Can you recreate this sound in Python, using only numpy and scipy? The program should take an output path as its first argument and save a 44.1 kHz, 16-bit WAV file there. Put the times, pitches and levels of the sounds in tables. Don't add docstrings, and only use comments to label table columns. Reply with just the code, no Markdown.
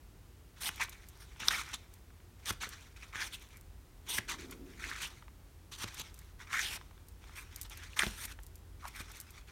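import sys
import numpy as np
from scipy import signal
from scipy.fft import rfft, irfft
from scipy.io import wavfile
from scipy.ndimage import map_coordinates

SR = 44100
rng = np.random.default_rng(int(sys.argv[2]) if len(sys.argv) > 2 else 0)


def dump(signal):
    limited = np.clip(np.atleast_2d(signal).T, -1, 1)
    pcm = np.round(limited * 32767).astype(np.int16)
    wavfile.write(sys.argv[1], SR, pcm)


N = 419391


def undb(db):
    return 10 ** (np.asarray(db) / 20)


def unit(x):
    return x / np.sqrt(np.mean(x ** 2) + 1e-20)


def curve(rows):
    return np.interp(np.arange(N) / SR, *np.transpose(rows))


def walk(rate):
    knots = rng.standard_normal(4000)
    return 1.206 * np.interp(np.arange(N) / SR * rate, np.arange(len(knots)), knots)


def colour(x, points):
    size = 2 ** 13
    hz, db = np.transpose(points)
    bins_hz = np.arange(size // 2 + 1) * SR / size
    log_gain = np.log(undb(np.interp(np.log(bins_hz + 1), np.log(hz), db)))
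    cepstrum = irfft(log_gain)[:size // 2]
    cepstrum[1:] *= 2
    response = irfft(np.exp(rfft(cepstrum, size)))
    return signal.fftconvolve(x, response)[:len(x)]


def band(x, hz, kind, order=3):
    sos = signal.butter(order, np.minimum(hz, SR / 2 - 1), kind, fs=SR, output="sos")
    return signal.sosfilt(sos, x)


def resonate(x, hz, width_hz):
    return signal.lfilter(*signal.iirpeak(hz, hz / width_hz, fs=SR), x)


def add(out, s, sound):
    i = int(s * SR)
    out[i:i + len(sound)] += sound[:N - i]


# (f/Hz, relative level/dB)
ROOM_TONE = [(12, -46), (20, -10.5), (36, -4.5), (60, -3), (216, -22), (367, -22), (558, -30), (780, -30),
             (1060, -31.5), (1480, -33.5), (4810, -40), (16000, -43)]


def room_tone(level_db=-55.76):
    return undb(level_db) * unit(colour(rng.standard_normal(N), ROOM_TONE))


# (f/Hz, rms level/dB before HUM_LEVEL is added)
HUM = [(45.2, -71.5), (48.4, -71), (57.5, -73), (85, -69.5)]
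# (t/s, gain/dB)
HUM_LEVEL = [(0, 0), (2.5, 3), (7.2, 8), (7.7, 12.5), (8.8, 11.5), (9.5, 1.5)]


def hum(waver_rad=0.97):
    t = np.arange(N) / SR
    lines = 0
    for hz, db in HUM:
        phase = 2 * np.pi * hz * t + waver_rad * walk(6.5)
        lines = lines + undb(db) * np.sqrt(2) * np.sin(phase)
    return lines * undb(curve(HUM_LEVEL))


# (f/Hz, width/Hz, relative level/dB)
HOLLOW = [(264.7, 22, -3.5), (360, 20, -4)]
# (f/Hz, relative level/dB)
MUFFLED = [(90, -6), (155, -3.5), (215, -4), (300, -4), (450, -6), (600, -24.5), (1200, -33.5)]
# (t/s, gain/dB)
SWELL = [(3.95, -86), (4.22, -63), (4.38, -55), (4.6, -55), (4.85, -60.5), (5.2, -78.5)]


def muffled_swell(muffled_db=-3):
    hollow = 0
    for hz, width_hz, db in HOLLOW:
        throb = resonate(rng.standard_normal(N), hz, width_hz) * undb(3 * walk(18))
        hollow = hollow + undb(db) * unit(throb)
    muffled = undb(muffled_db) * unit(colour(rng.standard_normal(N), MUFFLED))
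    return undb(curve(SWELL)) * (hollow + muffled)


def reflections(x, wet_db=-19, t60_s=0.33, damp_hz=5000):
    t = np.arange(SR // 2) / SR
    dull = band(rng.standard_normal(len(t)), damp_hz, "lowpass", order=1)
    tail = dull * undb(-60 * t / t60_s) * (t > .004)
    return undb(wet_db) * signal.fftconvolve(x, tail / np.linalg.norm(tail))[:N]


# (f/Hz before the pitch ratio, relative level/dB, decay/s)
BOOK = [(81.6, -6.5, 0.022), (143.8, 1, 0.005), (250, -2, 0.004), (376, -13.5, 0.0008)]
# (t/s, level/dB, pitch ratio)
THUMPS = [(0.695, -46.5, 1.06), (1.421, -45, 1.44), (2.508, -35, 1.37), (2.671, -46, 1.5),
          (3.157, -48, 1.36), (4.188, -37, 1.43), (5.842, -37.5, 1.38), (5.998, -48.5, 1.65),
          (8.033, -36, 2.56), (8.067, -33.5, 0.86), (8.068, -38, 2.7), (9.004, -42, 0.77)]


def thumps(flap_db=-10, flap_s=0.0078):
    out, t = np.zeros(N), np.arange(SR // 8) / SR
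    for s, db, ratio in THUMPS:
        body = 0
        for hz, mode_db, decay_s in BOOK:
            body = body + undb(mode_db) * np.sin(2 * np.pi * hz * ratio * t) * np.exp(-t / decay_s)
        puff = unit(band(rng.standard_normal(len(t)), [220, 700], "bandpass", order=2))
        add(out, s, undb(db) * (body + undb(flap_db) * puff * np.exp(-t / flap_s)))
    return out


# (f/Hz, relative level/dB per Hz)
SHARED_COLOUR = [(250, -11), (650, -14), (930, -0.5), (1120, -4), (1400, -7.5), (2100, -3.5), (2700, -4), (3550, 0),
                 (4850, -9), (5700, -2), (7500, -10.5), (9500, -18), (16000, -33.5)]
# (t/s, level/dB before pat_db is added)
PATS = [(0.884, -42), (1.361, -44.5), (2.103, -54), (2.202, -56), (5.224, -45), (5.281, -46),
        (6.773, -34.5), (6.812, -42.5), (6.91, -48), (6.978, -52), (7.24, -45.5), (7.294, -46),
        (8.389, -42), (9.267, -48)]


def pats(pat_db=-1, hz=1200, width_hz=1300, decay_s=0.0025):
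    out, t = np.zeros(N), np.arange(SR // 30) / SR
    for s, db in PATS:
        scuff = colour(rng.standard_normal(len(t)), SHARED_COLOUR)
        ring = unit(resonate(resonate(scuff, hz, width_hz), hz, width_hz))
        add(out, s, undb(db + pat_db) * ring * np.exp(-t / decay_s))
    return out


# (f/Hz, relative level/dB per Hz)
CREASE = [(800, -20), (2500, -8.5), (5000, 2.5), (8500, 7), (10500, 5.5), (13000, 7), (15000, 5),
          (16000, -18)]
# (t/s, level/dB before tick_db and CREASE); crackle uses the times
TICKS = [(0.76, -36), (0.834, -27), (.895, -31), (1.087, -35.5), (1.484, -28), (1.939, -39.5), (2.627, -31),
         (2.691, -29.5), (3.424, -39), (3.571, -39.5), (4.295, -33.5), (4.511, -30.5), (5.074, -35),
         (5.945, -32), (5.997, -27), (6.143, -38), (6.19, -35.5), (7.085, -40), (7.561, -27.5),
         (7.6143, -22), (7.631, -30), (7.698, -34.5), (7.774, -33.5), (8.253, -23.5), (8.434, -37.5),
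         (8.466, -37), (8.556, -37.5), (8.88, -32), (9.117, -36), (9.17, -37), (9.2016, -27.5),
         (9.212, -33), (9.306, -39.5)]


def ticks(tick_db=1, after_share=0.12, after_s=0.0047):
    out, t = np.zeros(N), np.arange(SR // 30) / SR
    for s, db in TICKS:
        spiky = unit(rng.standard_normal(len(t)) ** 3)
        click = after_share * np.exp(-t / after_s) * spiky
        click[0] = 1
        add(out, s, undb(db + tick_db) * click)
    return colour(out, CREASE)


def crackle(size_db=-49, scatter_db=3.5, spread_s=.05, count=3):
    out = np.zeros(N)
    for s, _ in TICKS:
        for lag, size in rng.standard_normal((count, 2)):
            add(out, min(s + spread_s * lag, (N - 1) / SR), undb([size_db + scatter_db * size]))
    return colour(out, CREASE)


# (t/s, level/dB, f/Hz, width/Hz per resonator pass, decay/s)
SNAPS = [(.691, -30, 1580, 2500, 0.0024), (1.4838, -11.5, 3680, 750, 0.00039),
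         (1.484, -10.5, 5350, 1097, .0003), (1.485, -27.5, 1370, 800, .002),
         (1.509, -30, 1610, 900, 0.0071), (2.4585, -35, 3380, 6000, .0008),
         (2.5062, -26.5, 1360, 1290, 0.0024), (4.1855, -26, 1870, 1870, 0.0045),
         (5.842, -34.5, 1800, 3000, 0.0023), (5.997, -43, 2800, 4000, 0.0068),
         (7.9912, -22, 2400, 2190, 0.00068), (7.9915, -26, 8700, 2000, 0.0034),
         (7.994, -15, 2480, 1080, 0.00073), (8.0212, -21, 1760, 700, 0.0022),
         (8.0343, -21, 1550, 1080, 0.0013), (8.066, -32, 2500, 5000, 0.0013), (8.854, -35, 1050, 600, .003)]
# (t/s, level/dB, f/Hz)
FLICKS = [(1.434, -33.5, 1620), (2.634, -30.5, 1300), (3.13, -41, 2170), (3.1568, -29, 1780),
          (3.2185, -31, 1890), (3.2248, -30, 1710), (4.1825, -24.5, 1800), (4.8409, -30, 1920),
          (4.915, -32, 1770), (6.531, -27, 2050), (6.549, -33, 2100), (6.5835, -38, 1800),
          (6.593, -27, 1800), (7.933, -43.5, 2600), (8.005, -26, 1900)]
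FLICK_WIDTH_HZ, FLICK_DECAY_S = 780, 0.0013


def snaps(rise_s=0.00021, crack_db=-13, lowest_hz=700, kick=5):
    out, lead = np.zeros(N), SR // 250
    t = (np.arange(SR // 16) - lead) / SR
    flicks = [(*flick, FLICK_WIDTH_HZ, FLICK_DECAY_S) for flick in FLICKS]
    for s, db, hz, width_hz, decay_s in list(SNAPS) + flicks:
        shape = np.exp(np.minimum(t / rise_s, -t / decay_s))
        push = shape * rng.choice([-1, 1], len(t))
        push[lead] = kick
        patch = unit(resonate(resonate(push, hz, width_hz), hz, width_hz))
        ring = patch + undb(crack_db) * unit(colour(push, SHARED_COLOUR))
        add(out, s - lead / SR, undb(db) * ring * np.sqrt(np.mean(shape ** 2)))
    return band(out, lowest_hz, "highpass", order=2)


# (centre t/s, level/dB, first f/Hz, last f/Hz, length/s)
BRUSHES = [(0.669, -39, 3500, 3920, 0.045), (0.808, -40, 1030, 933, 0.033), (1.539, -40, 1508, 2495, .07),
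           (3.207, -42.5, 1526, 1927, 0.12), (3.222, -43, 5570, 4250, 0.054),
           (3.342, -42, 3320, 3025, 0.049), (4.117, -42.5, 3200, 3700, 0.1), (4.917, -50, 1925, 1602, .12),
           (5.046, -42, 3250, 2660, 0.077), (5.739, -49, 3600, 3630, 0.052),
           (6.584, -39, 1766, 1943, 0.077), (6.612, -44.5, 6930, 4980, 0.14),
           (6.656, -40.5, 3500, 3060, 0.13), (8.852, -48, 1236, 1036, 0.081)]


def brushes(relative_width=0.38):
    out = np.zeros(N)
    for s, db, hz, last_hz, length_s in BRUSHES:
        width_hz = relative_width * hz
        spiky = rng.standard_normal(SR // 2) ** 3
        rub = unit(resonate(resonate(spiky, hz, width_hz), hz, width_hz))
        swell = np.hanning(int(length_s * SR))
        place = np.cumsum(np.geomspace(1, last_hz / hz, len(swell)))
        glide = map_coordinates(rub, [place], mode="mirror")
        add(out, s - length_s / 2, undb(db) * swell * glide)
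    return out


def stroke(length_s, change_db, attack_s, release_s):
    t = np.arange(int((length_s + 7 * release_s) * SR)) / SR
    attack = np.minimum(t / attack_s, 1)
    change = undb(change_db * np.minimum(t / length_s, 1))
    return attack * change * np.exp(-np.maximum(t - length_s, 0) / release_s)


# (t/s, length/s, first level/dB, fade/dB)
HANDLING = [(0.559, 0.23, -61.5, -4), (0.834, 0.6, -70, -5), (1.615, 0.13, -52, 3.5),
            (1.75, 0.24, -64.5, 10), (2.377, 0.13, -73.5, -22), (2.655, 0.26, -56, 12),
            (2.955, 0.18, -59.5, 8.5), (3.256, 0.32, -61.5, 8.5), (4.04, 0.053, -69, -19.5),
            (4.19, 0.088, -54, 17), (4.42, 0.12, -65.5, -4), (4.653, 0.14, -67.5, -4),
            (5.091, 0.16, -56, 19), (5.84, .26, -57, 2.5), (6.128, 0.16, -68.5, -1.5),
            (6.783, 0.25, -67, 16), (7.206, 0.134, -71, -11), (7.415, 0.25, -66.5, -5.5),
            (7.698, 0.25, -56, 3.5), (8.79, 0.2, -63.5, 0), (9.016, 0.23, -56.5, 11),
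            (9.204, 0.19, -72, -12.5)]


def handling(attack_s=0.012, release_s=0.019, judder_db=1.5, sizzle_db=-6):
    for s, length_s, db, fade_db in HANDLING:
        yield s, undb(db) * stroke(length_s, -fade_db, attack_s, release_s), judder_db, sizzle_db


# (t/s, length/s, peak level/dB, judder level/dB, sizzle level/dB), the last two relative to the hiss
WIPES = [(.79, 0.082, -38, 0.5, -9), (0.914, 0.062, -58, 6.5, -3.5), (1.189, 0.081, -58, 3, 6.5),
         (1.725, 0.052, -40, -9, -28), (2.519, 0.026, -49, -4, 7), (2.596, 0.099, -40.5, 0, -15),
         (2.706, 0.068, -51.5, -2, -12), (3.016, 0.056, -54, 7, -9), (3.121, 0.06, -56, 11.5, -14),
         (3.32, 0.061, -49.5, -10, 8), (3.52, 0.087, -69.5, 13.5, -3), (4.271, 0.11, -40, -1.5, -13),
         (4.371, 0.11, -53, 2, -19), (4.992, 0.13, -44, -6, -1), (5.874, 0.024, -47, 1, -3),
         (6.38, 0.1, -57.5, 6.5, -8), (7.341, 0.12, -53, 4.5, 7.5), (9.141, 0.084, -53, -7, -1),
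         (9.462, 0.097, -60, 6, -10)]


def wipes(peak_share=0.26):
    for s, length_s, db, judder_db, sizzle_db in WIPES:
        progress = np.arange(int(length_s * SR)) / (length_s * SR)
        angle = np.interp(progress, [0, peak_share, 1], [0, np.pi / 2, np.pi])
        yield s, undb(db) * np.sin(angle) ** 2.17, judder_db, sizzle_db


# (t/s, length/s, first level/dB, fade/dB,
# first judder level/dB, sizzle level/dB), the last two relative to the hiss
DRAGS = [(1.393, 0.062, -45, 1.5, 2, -22), (1.498, 0.12, -37.5, 7, 0.5, -1.5),
         (3.142, 0.064, -48, 2.5, 7, -6), (3.197, 0.081, -43, 3, -0.5, 1), (4.789, 0.25, -50, 1, 7, -8.5),
         (5.713, 0.049, -47.5, 4, -23, -1), (6.466, 0.074, -59, -7, 8, -10), (6.523, 0.086, -42, 5, 8, -3),
         (6.584, 0.18, -45, 0.5, 0, 3.5), (7.96, 0.039, -41, 5, 3.5, 1), (7.988, 0.052, -39.5, 4, 9, 3),
         (8.028, 0.15, -43, 14, -28, 2), (8.265, 0.059, -56, -3, 6, 2)]


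def drags(attack_s=0.00894, release_s=0.0073, relax_db_per_s=23):
    for s, length_s, db, fade_db, judder_db, sizzle_db in DRAGS:
        hiss = undb(db) * stroke(length_s, -fade_db, attack_s, release_s)
        yield s, hiss, judder_db - relax_db_per_s * np.arange(len(hiss)) / SR, sizzle_db


# (t/s, length/s, final level/dB, growth/dB,
# judder level/dB, sizzle level/dB), the last two relative to the hiss
THUMB_SLIDES = [(0.602, 0.087, -38, 9, -10.5, 8), (1.443, 0.044, -33.5, 31, 0.5, 3.5),
                (2.451, 0.057, -34.5, 12.5, -14, 2.5), (4.083, 0.102, -39, 5, -10, 8),
                (5.771, 0.068, -38, 17.5, -7, -1), (5.937, 0.08, -41.5, 18, -15, -4.5),
                (8.158, 0.098, -42, 16, -5.5, 7.5), (8.811, 0.073, -52.5, 21, 0, 6),
                (8.928, 0.087, -45.5, 18, 2.5, 4)]


def thumb_slides(attack_s=0.0088, release_s=.004):
    for s, length_s, db, growth_db, judder_db, sizzle_db in THUMB_SLIDES:
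        hiss = undb(db - growth_db) * stroke(length_s, growth_db, attack_s, release_s)
        yield s, hiss, judder_db, sizzle_db


def contacts():
    power = np.zeros((3, N))
    for s, hiss, judder_db, sizzle_db in [*thumb_slides(), *drags(), *wipes(), *handling()]:
        for layer, db in zip(power, (0, judder_db, sizzle_db)):
            add(layer, s, (hiss * undb(db)) ** 2)
    return np.sqrt(power)


def slips(rate, scatter_db, smooth):
    happens = rng.random(N) < rate / SR
    spread = np.clip(rng.standard_normal(N), -2, 2)
    sizes = undb(scatter_db * spread) * rng.choice([-1, 1], N)
    return unit(unit(happens * sizes) + smooth * rng.standard_normal(N))


def drift(x, depth, rate):
    place = np.cumsum(np.exp(depth * walk(rate)))
    return map_coordinates(x, [place], order=3, mode="mirror")


def sheet_echo(x, lag_s, share, turn_rate):
    i = np.arange(N)
    lag = lag_s * SR * np.exp(.5 * walk(turn_rate))
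    return (x + share * np.interp(i - lag, i, x)) / np.sqrt(1 + share ** 2)


# (f/Hz, width/Hz, relative level/dB)
GRIT = [(1900, 1700, 0), (4300, 1300, 2.5), (8000, 4500, 2)]


def grit(grit_db=-9):
    cracks = 0
    for hz, width_hz, db in GRIT:
        catches = slips(rate=100, scatter_db=4, smooth=0)
        cracks = cracks + undb(db) * unit(resonate(catches, hz, width_hz))
    return undb(grit_db) * unit(cracks)


# (f/Hz, relative level/dB per Hz)
JUDDER = [(550, -35), (1100, -7.5), (1300, -1), (1870, -4), (2400, -0.5), (3100, -33), (6000, -34.5)]
# (f/Hz, relative level/dB per Hz)
EDGE = [(4500, -24), (7600, -7.5), (8700, 5), (9800, 2), (10700, -5), (13500, -0.5), (16000, -15.5)]


def sliding(hiss_db=-1, judder_db=-1.5, sizzle_db=-9.1):
    fine = slips(rate=6000, scatter_db=3.5, smooth=.9)
    coarse = slips(rate=600, scatter_db=2.5, smooth=.55)
    rub, shake, edge = contacts()
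    light = np.interp(20 * np.log10(rub + 1e-9), [-58, -44], [1, 0])
    texture = undb(walk(200) + (.5 + 2 * light) * walk(55))
    flutter_db = 1.8 * walk(70) - 2 * light
    hiss = rub * undb(hiss_db) * unit(drift(colour(fine, SHARED_COLOUR), depth=.045, rate=22))
    shaken = unit(drift(colour(coarse, JUDDER), depth=.07, rate=30))
    judder = shake * undb(judder_db + flutter_db) * shaken
    sizzle = edge * undb(sizzle_db) * unit(colour(fine, EDGE))
    friction = hiss + judder + sizzle + rub * grit()
    return sheet_echo(friction, lag_s=0.000477, share=0.35, turn_rate=12) * texture


def scene():
    background = room_tone() + hum() + muffled_swell()
    book = thumps() + pats() + ticks() + crackle() + snaps() + brushes() + sliding()
    return (background + reflections(book) + book)[None]


def record(dry, lowest_hz=31, top_hz=16200):
    thinned = band(dry, lowest_hz, "highpass", order=5)
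    return signal.sosfilt(signal.ellip(8, .2, 70, top_hz, fs=SR, output="sos"), thinned)


dry = scene()
out = record(dry)
dump(out)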